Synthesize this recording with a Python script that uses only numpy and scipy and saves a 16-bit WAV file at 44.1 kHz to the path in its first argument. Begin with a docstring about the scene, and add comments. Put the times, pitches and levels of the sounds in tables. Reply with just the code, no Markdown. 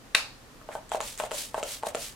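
"""A plastic pump bottle sprays four times at close range in a small quiet room, after its cap snaps off.
Before each spray, knocks excite the hollow body's damped modes and the liquid swishes; the pump clicks
down, and turbulent flow through the nozzle hisses out as mist. The plastic ticks and squeaks faintly.
Near surfaces reflect the impacts within milliseconds; a faint hum and hiss lie underneath."""
import sys
import numpy as np
from scipy import signal
from scipy.fft import rfft, irfft, next_fast_len
from scipy.io import wavfile
from scipy.ndimage import map_coordinates

SR = 44100
rng = np.random.default_rng(int(sys.argv[2]) if len(sys.argv) > 2 else 0)


def generate_wav(signal):
    """Clip the signal to [-1, 1] and save it as 16-bit WAV at the path in sys.argv[1]."""
    frames = np.transpose(np.atleast_2d(signal))
    scaled = np.clip(frames, -1, 1) * 32767
    pcm = np.round(scaled).astype(np.int16)
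    wavfile.write(sys.argv[1], SR, pcm)


N = 94815

# coherence of noise from the bottle, and of the diffuse field (frequency [Hz], left-right correlation [1])
NEAR_COHERENCE = [(500, 0.34), (3000, 0.65), (12000, 0.089)]
DIFFUSE_COHERENCE = [(300, 1), (800, 0.66), (2000, 0.1), (5000, 0.019)]


def mist():
    """Atomisation: the nozzle spits, then turbulent flow breaks up the liquid with a broadband hiss."""
    # bursts of flow (peak time [s], rise [s], fall [s], level [dB], treble tilt [dB/octave])
    puffs = [(1.065, 0.031, 0.06, -39.5, 4.5), (1.39, 0.037, .055, -34, 5),
             (1.712, 0.039, 0.046, -36.5, 4.5), (2.035, 0.046, 0.052, -38, 4.5)]
    spits = [(1.014, .003, 0.029, -37, -16), (1.337, 0.0032, 0.0098, -41, 2),
             (1.638, 0.0038, 0.0068, -47, -6), (1.957, .003, 0.0045, -53, 2)]
    # their spectra before the tilt (frequency [Hz], relative density [dB])
    puff_spectrum = [(200, -25), (500, 2), (1000, -2), (1500, -4), (2000, -1.5), (3060, 1.5), (4500, -1),
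                     (6500, -3.5), (8000, -4), (10400, -8), (13000, -15.5), (16000, -21)]
    spit_spectrum = [(100, -61), (1000, -33.5), (5500, -13), (6600, 0), (7200, 2), (8200, -3), (9500, -8),
                     (16000, -28)]
    # coherence of the spray (frequency [Hz], left-right correlation [1])
    coherence = [(400, 0.59), (2400, 0.59), (6000, 0.48), (14000, 0.22)]
    # stereo balance of the spray (frequency [Hz], left over right [dB])
    balance = [(60, 0.5), (180, -1), (550, 4), (1650, -3.5), (4970, -0.5), (15000, 1)]
    hiss = swells(puffs, puff_spectrum, coherence, flutter_db=1.67, flutter_hz=300)
    hiss += swells(spits, spit_spectrum, NEAR_COHERENCE, flutter_db=-2, flutter_hz=500)
    return filtered(hiss, lambda hz: amp(along(balance, hz) / 2 * np.array([[1], [-1]])))


def bottle():
    """Impact excitation: knocks and pump strokes each give a thump, a click and a hollow modal ring."""
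    # blows (time [s], gain [dB], thump frequency [Hz], click gain [dB], ring gain [dB], mode ratio [1])
    knocks = [(.6142, -39, 1230, 0, 2, 0.93), (.6892, -25, 750, -6, 1.5, .92),
              (.7524, -19.5, 820, -3.5, 0, 0.99), (.9179, -17, 844, 3.5, -1.5, 1.08),
              (.9471, -13.5, 737, -8, -7, 0.88), (1.1997, -17, 890, 8, 1.5, 0.97),
              (1.2367, -17, 704, -1, -16, 0.33), (1.3105, -31.5, 915, 13, 5, 1.2),
              (1.5441, -15.5, 896, 0, -0.5, 1), (1.5793, -17, 740, -24, 0, 0.87),
              (1.8275, -31, 1080, 5, 5.5, 1.27), (1.8341, -15.5, 827, -4, -6, 0.89),
              (1.8683, -16, 685, -1, -10, 0.33)]
    presses = [(1.0046, -17, 930, 7.5, 0, 0.92), (1.3159, -18, 860, 6.5, 3.5, 0.88),
               (1.6290, -21, 654, 10, 5, 0.86), (1.9482, -16, 524, 6.5, -1.5, 0.9)]
    # body modes, whose pitch shifts with the liquid (frequency [Hz], relative level [dB], T60 [s])
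    modes = [(444, -44, 0.094), (546, -29, .07), (648.8, -17.5, 0.08), (711, -11, 0.034), (835, -33, 0.034),
             (1080, -30, 0.02), (1546, -18, 0.037), (3180, -23.5, 0.019)]
    t, out = hit_time(), np.zeros((2, N))
    low_cut = signal.butter(2, 280, "high", fs=SR, output="sos")
    attack = 1 - np.exp(-t / .0008)
    for blows, thump_t60 in ((knocks, .0081), (presses, .0061)):
        for s, db, hz, click_db, ring_db, ratio in blows:
            thump = amp(7.5) * np.sin(2 * np.pi * hz * t) * fade(t, thump_t60)
            body = ring([(f * ratio, level, t60) for f, level, t60 in modes], scatter_db=1.5)
            hollow = signal.sosfilt(low_cut, (thump + amp(ring_db) * body) * attack)
            add(out, s, in_room(-amp(db) * hollow, room_db=-9, walls_db=-3.5))
            add(out, s, in_room(-amp(db + click_db + 7.5) * contact(), room_db=-8.5, walls_db=-10))
    return out


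def contact():
    """A brief contact has a broad spectrum: a sharp plastic click with a little grit behind it."""
    # spectrum of the contact (frequency [Hz], relative level [dB])
    spectrum = [(60, -26), (200, -30), (600, -16.5), (1300, 7.5), (2100, -3.5), (2900, 2), (3800, -5.5),
                (4500, -8), (5600, -16.5), (7500, -8), (9500, -11), (12000, -22), (16000, -36)]
    t = hit_time()
    grit = amp(-24.5) * noise(spectrum, NEAR_COHERENCE, len(t))
    return (click(spectrum) + grit) * fade(t, t60=.017)


def cap():
    """Sudden release: the cap scrapes over its rim and pops free, exciting its modes and the room."""
    # broad resonances of the cap (frequency [Hz], relative level [dB])
    spectrum = [(60, -49), (200, -26), (450, -6.5), (850, -20.5), (1150, -1), (1350, -6), (1570, -4),
                (1800, -8), (2050, 2), (2350, -2), (2720, 8), (3150, -7.5), (3600, 5), (4150, -9),
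                (7000, -12), (9200, -14.5), (11000, -15), (16000, -50)]
    # coherence of the scrape (frequency [Hz], left-right correlation [1])
    coherence = [(500, 0.86), (1500, 1), (3000, 0.25), (12000, .1)]
    # low modes of the cap and its air (frequency [Hz], level [dB], T60 [s])
    modes = [(466, -36, 0.043), (920, -31, 0.036), (1154, -19.5, 0.026), (1560, -13, 0.02)]
    # reverberation of the pop (frequency [Hz], relative density [dB])
    tail_spectrum = [(120, -43), (200, -33), (347, -43), (401, -32), (569, -11), (1560, -5), (1910, -10.5),
                     (2610, 1), (3250, -13.5), (3690, -6), (5940, -12), (10700, -16), (16000, -30)]
    # its decay (frequency [Hz], T60 [s])
    tail_t60 = [(300, 0.43), (2000, 0.3), (3200, 0.32), (4600, 0.44), (6000, 0.32), (14000, 0.23)]
    pop_s, balance_db = .1503, -.4
    t = np.arange(N) / SR - pop_s
    scrape_envelope = amp(-6.5) * fade(np.abs(t), t60=.008) * (t > -.004)
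    out = scrape_envelope * noise(spectrum, coherence, N)
    add(out, pop_s, -amp(13) * click(spectrum))
    attack = 1 - fade(hit_time(), t60=.0033)
    add(out, pop_s - .0018, ring(modes, scatter_db=1) * attack)
    out = in_room(out, room_db=-14, walls_db=-5.5)[:, :N]
    add(out, pop_s, amp(-24) * reverberation(tail_spectrum, tail_t60, onset_s=.0092))
    return out * amp([[balance_db / 2], [-balance_db / 2]])


def ticks():
    """Heavily damped transients: the plastic pump head ticks under the finger."""
    # ticks (time [s], relative level [dB])
    events = [(0.8933, -34.5), (0.8994, -36), (0.925, -25.5), (1.0118, -19), (1.153, -33), (1.177, -26.5),
              (1.2435, -39), (1.3222, -29), (1.635, -24), (1.954, -19.5)]
    # spectrum of a tick (frequency [Hz], relative density [dB])
    spectrum = [(200, -35), (1000, -14), (3000, -3), (5500, -7), (7200, 9), (9000, -3.5), (12000, -22),
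                (16000, -24)]
    t, out = hit_time(), np.zeros((2, N))
    for s, db in events:
        tick = noise(spectrum, NEAR_COHERENCE, len(t)) * fade(t, t60=.01)
        add(out, s, in_room(amp(db - 5.5) * tick, room_db=-8.5, walls_db=-10))
    return out


def liquid():
    """Unsteady flow modulates noise: the liquid swishes and crackles around the knocks."""
    # swishes (peak time [s], rise [s], fall [s], level [dB], treble tilt [dB/octave])
    swishes = [(.72, 0.011, 0.016, -45.5, -9.5), (.752, 0.027, 0.023, -52, 3), (.947, 0.017, .02, -41, -1),
               (1.196, 0.0096, .025, -39.5, 1.5), (1.245, 0.018, .018, -43, 0.5),
               (1.582, 0.029, 0.021, -43, -0.5), (1.875, .014, 0.02, -39, 1.5)]
    # their spectrum before the tilt (frequency [Hz], relative density [dB])
    spectrum = [(100, -57), (350, -36), (900, -2), (2000, 4.5), (2800, -4.5), (3700, 0), (5000, -4.5),
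                (8200, 2), (12000, -7.5), (16000, -16)]
    return swells(swishes, spectrum, NEAR_COHERENCE, flutter_db=3, flutter_hz=230)


def squeaks():
    """Narrow-band noise is heard as pitch: the sliding plunger whistles briefly."""
    # squeaks (time [s], level [dB], centre frequency [Hz])
    events = [(0.921, -47, 3350), (0.936, -44, 3150), (1.861, -48, 3800), (1.875, -44.5, 3780)]
    swell_s, skirt_fraction = .0062, .112
    out = np.zeros((2, N))
    for s, db, hz in events:
        band = [(hz * (1 - skirt_fraction), -50), (hz, 0), (hz * (1 + skirt_fraction), -50)]
        out += swells([(s, swell_s, swell_s, db, 0)], band, DIFFUSE_COHERENCE, flutter_db=0, flutter_hz=200)
    return out


def in_room(x, room_db, walls_db):
    """Convolution with the room's impulse response: direct sound, early reflections, diffuse tail."""
    # reflections from near surfaces (delay [s], left gain [1], right gain [1])
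    walls = [(.0046, 0.9, 0.55), (.0064, 0.16, .36), (.0083, 0.096, -0.051), (.0112, .1, 0.2)]
    # spectrum of the tail (frequency [Hz], relative density [dB])
    spectrum = [(150, -10), (600, 11), (1500, 4.5), (3000, 6), (7000, 1.5), (15000, -7.5)]
    # reverberation time (frequency [Hz], T60 [s])
    t60s = [(200, 0.33), (800, 0.19), (2000, 0.28), (5000, 0.3), (14000, 0.44)]
    tail = reverberation(spectrum, t60s, onset_s=.012)
    response = amp(room_db) * unit(tail) / np.sqrt(tail.shape[1])
    response[:, 0] += 1
    for delay, left, right in walls:
        response[:, round(delay * SR)] += amp(walls_db) * np.array([left, right])
    return signal.fftconvolve(np.atleast_2d(x), response, axes=1)


def reverberation(spectrum, t60s, onset_s):
    """A diffuse field builds up, then decays exponentially, each frequency at its own rate."""
    t = hit_time()
    hz, s, bands = signal.stft(noise(spectrum, DIFFUSE_COHERENCE, len(t)), SR, nperseg=256)
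    _, tail = signal.istft(bands * fade(s, along(t60s, hz)[:, None]), SR)
    build_up = 1 - np.exp(-(t / onset_s) ** 2)
    return tail[:, :len(t)] * build_up


def room_tone():
    """Stationary background: a continuous hiss spectrum with discrete lines of low hum."""
    # spectrum of the hiss (frequency [Hz], relative density [dB])
    spectrum = [(12, -90), (20, -3.5), (120, -8.5), (177, -11.5), (262, -6.5), (357, -14.5), (499, -11.5),
                (607, -16), (1120, -16), (1570, -19), (1860, -17.5), (2080, -21.5), (6540, -26.5),
                (14700, -35), (16000, -46)]
    # its coherence (frequency [Hz], left-right correlation [1])
    coherence = [(30, 0.87), (60, 0.89), (180, 0.6), (550, 0.59), (1650, 0.13), (15000, 0.073)]
    # hum tones (frequency [Hz], rms level [dB])
    tones = [(32.5, -61), (60, -79.5), (120, -64.5)]
    t = np.arange(N) / SR
    hum = sum(amp(db) * np.sqrt(2) * np.sin(2 * np.pi * (hz * t + rng.random())) for hz, db in tones)
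    return amp(-51.5) * noise(spectrum, coherence, N) + hum


def swells(rows, spectrum, coherence, flutter_db, flutter_hz):
    """Amplitude modulation: noise swells and fades on Gaussian flanks, fluttering with the flow."""
    t, out = np.arange(N) / SR, np.zeros((2, N))
    for s, rise, fall, db, tilt_db in rows:
        hiss = unit(filtered(noise(spectrum, coherence, N), lambda hz: amp(tilt_db * np.log2(hz + 1000))))
        flutter = map_coordinates(rng.standard_normal(N // 4), [t * flutter_hz], order=1)
        envelope = np.exp(-.5 * ((t - s) / np.where(t < s, rise, fall)) ** 2)
        out += amp(db + flutter_db * flutter) * envelope * hiss
    return out


def ring(modes, scatter_db):
    """Superposition of damped modes, struck a little differently each time."""
    t = hit_time()
    return sum(amp(db + scatter_db * rng.standard_normal()) * np.sin(2 * np.pi * hz * t) * fade(t, t60)
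               for hz, db, t60 in modes)


def click(spectrum):
    """Minimum-phase impulse: folding the cepstrum makes the given spectrum causal."""
    n = SR // 2
    cepstrum = irfft(np.log(amp(along(spectrum, np.fft.rfftfreq(n, 1 / SR)))), n)
    cepstrum[1:n // 2] *= 2
    cepstrum[n // 2 + 1:] = 0
    return irfft(np.exp(rfft(cepstrum)), n)


def noise(spectrum, coherence, size):
    """Partly coherent stereo noise of rms 1: the mid-to-side ratio sets the correlation."""
    def response(hz):
        angle = np.arccos(np.clip(along(coherence, hz), -1, 1)) / 2
        return amp(along(spectrum, hz)) * [np.cos(angle), np.sin(angle)]
    mid, side = filtered(rng.standard_normal((2, size)), response)
    return unit(np.array([mid + side, mid - side]))


def filtered(x, response):
    """Linear filtering: the spectrum of x times a frequency response."""
    n = x.shape[-1]
    padded = next_fast_len(n + SR // 2)
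    return irfft(rfft(x, padded) * response(np.fft.rfftfreq(padded, 1 / SR)), padded)[..., :n]


def along(points, hz):
    """Interpolation of (frequency [Hz], value) points on a logarithmic axis."""
    frequencies, values = np.transpose(points)
    return np.interp(np.log(hz + 1), np.log(frequencies + 1), values)


def add(out, s, x):
    """Superposition of x on out from time s."""
    start = round(s * SR)
    out[:, start:start + x.shape[-1]] += x[..., :N - start]


def hit_time():
    """Half-second time axis of one impact."""
    return np.arange(SR // 2) / SR


def fade(t, t60):
    """Exponential decay by 60 dB in t60 seconds."""
    return np.exp(-np.log(1000) * t / t60)


def amp(db):
    """Amplitude ratio of a level in decibels."""
    return 10 ** (np.asarray(db) / 20)


def unit(x):
    """Normalisation to rms 1."""
    return x / np.sqrt(np.mean(x ** 2) + 1e-20)


def scene():
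    """Linear superposition: the pressures of all sources add."""
    return cap() + bottle() + ticks() + mist() + liquid() + squeaks() + room_tone()


def record(dry):
    """Hard clipping at full scale, then band limiting to 16 kHz."""
    return filtered(np.clip(dry, -1, 1), lambda hz: hz < 16000)


dry = scene()
out = record(dry)
generate_wav(out)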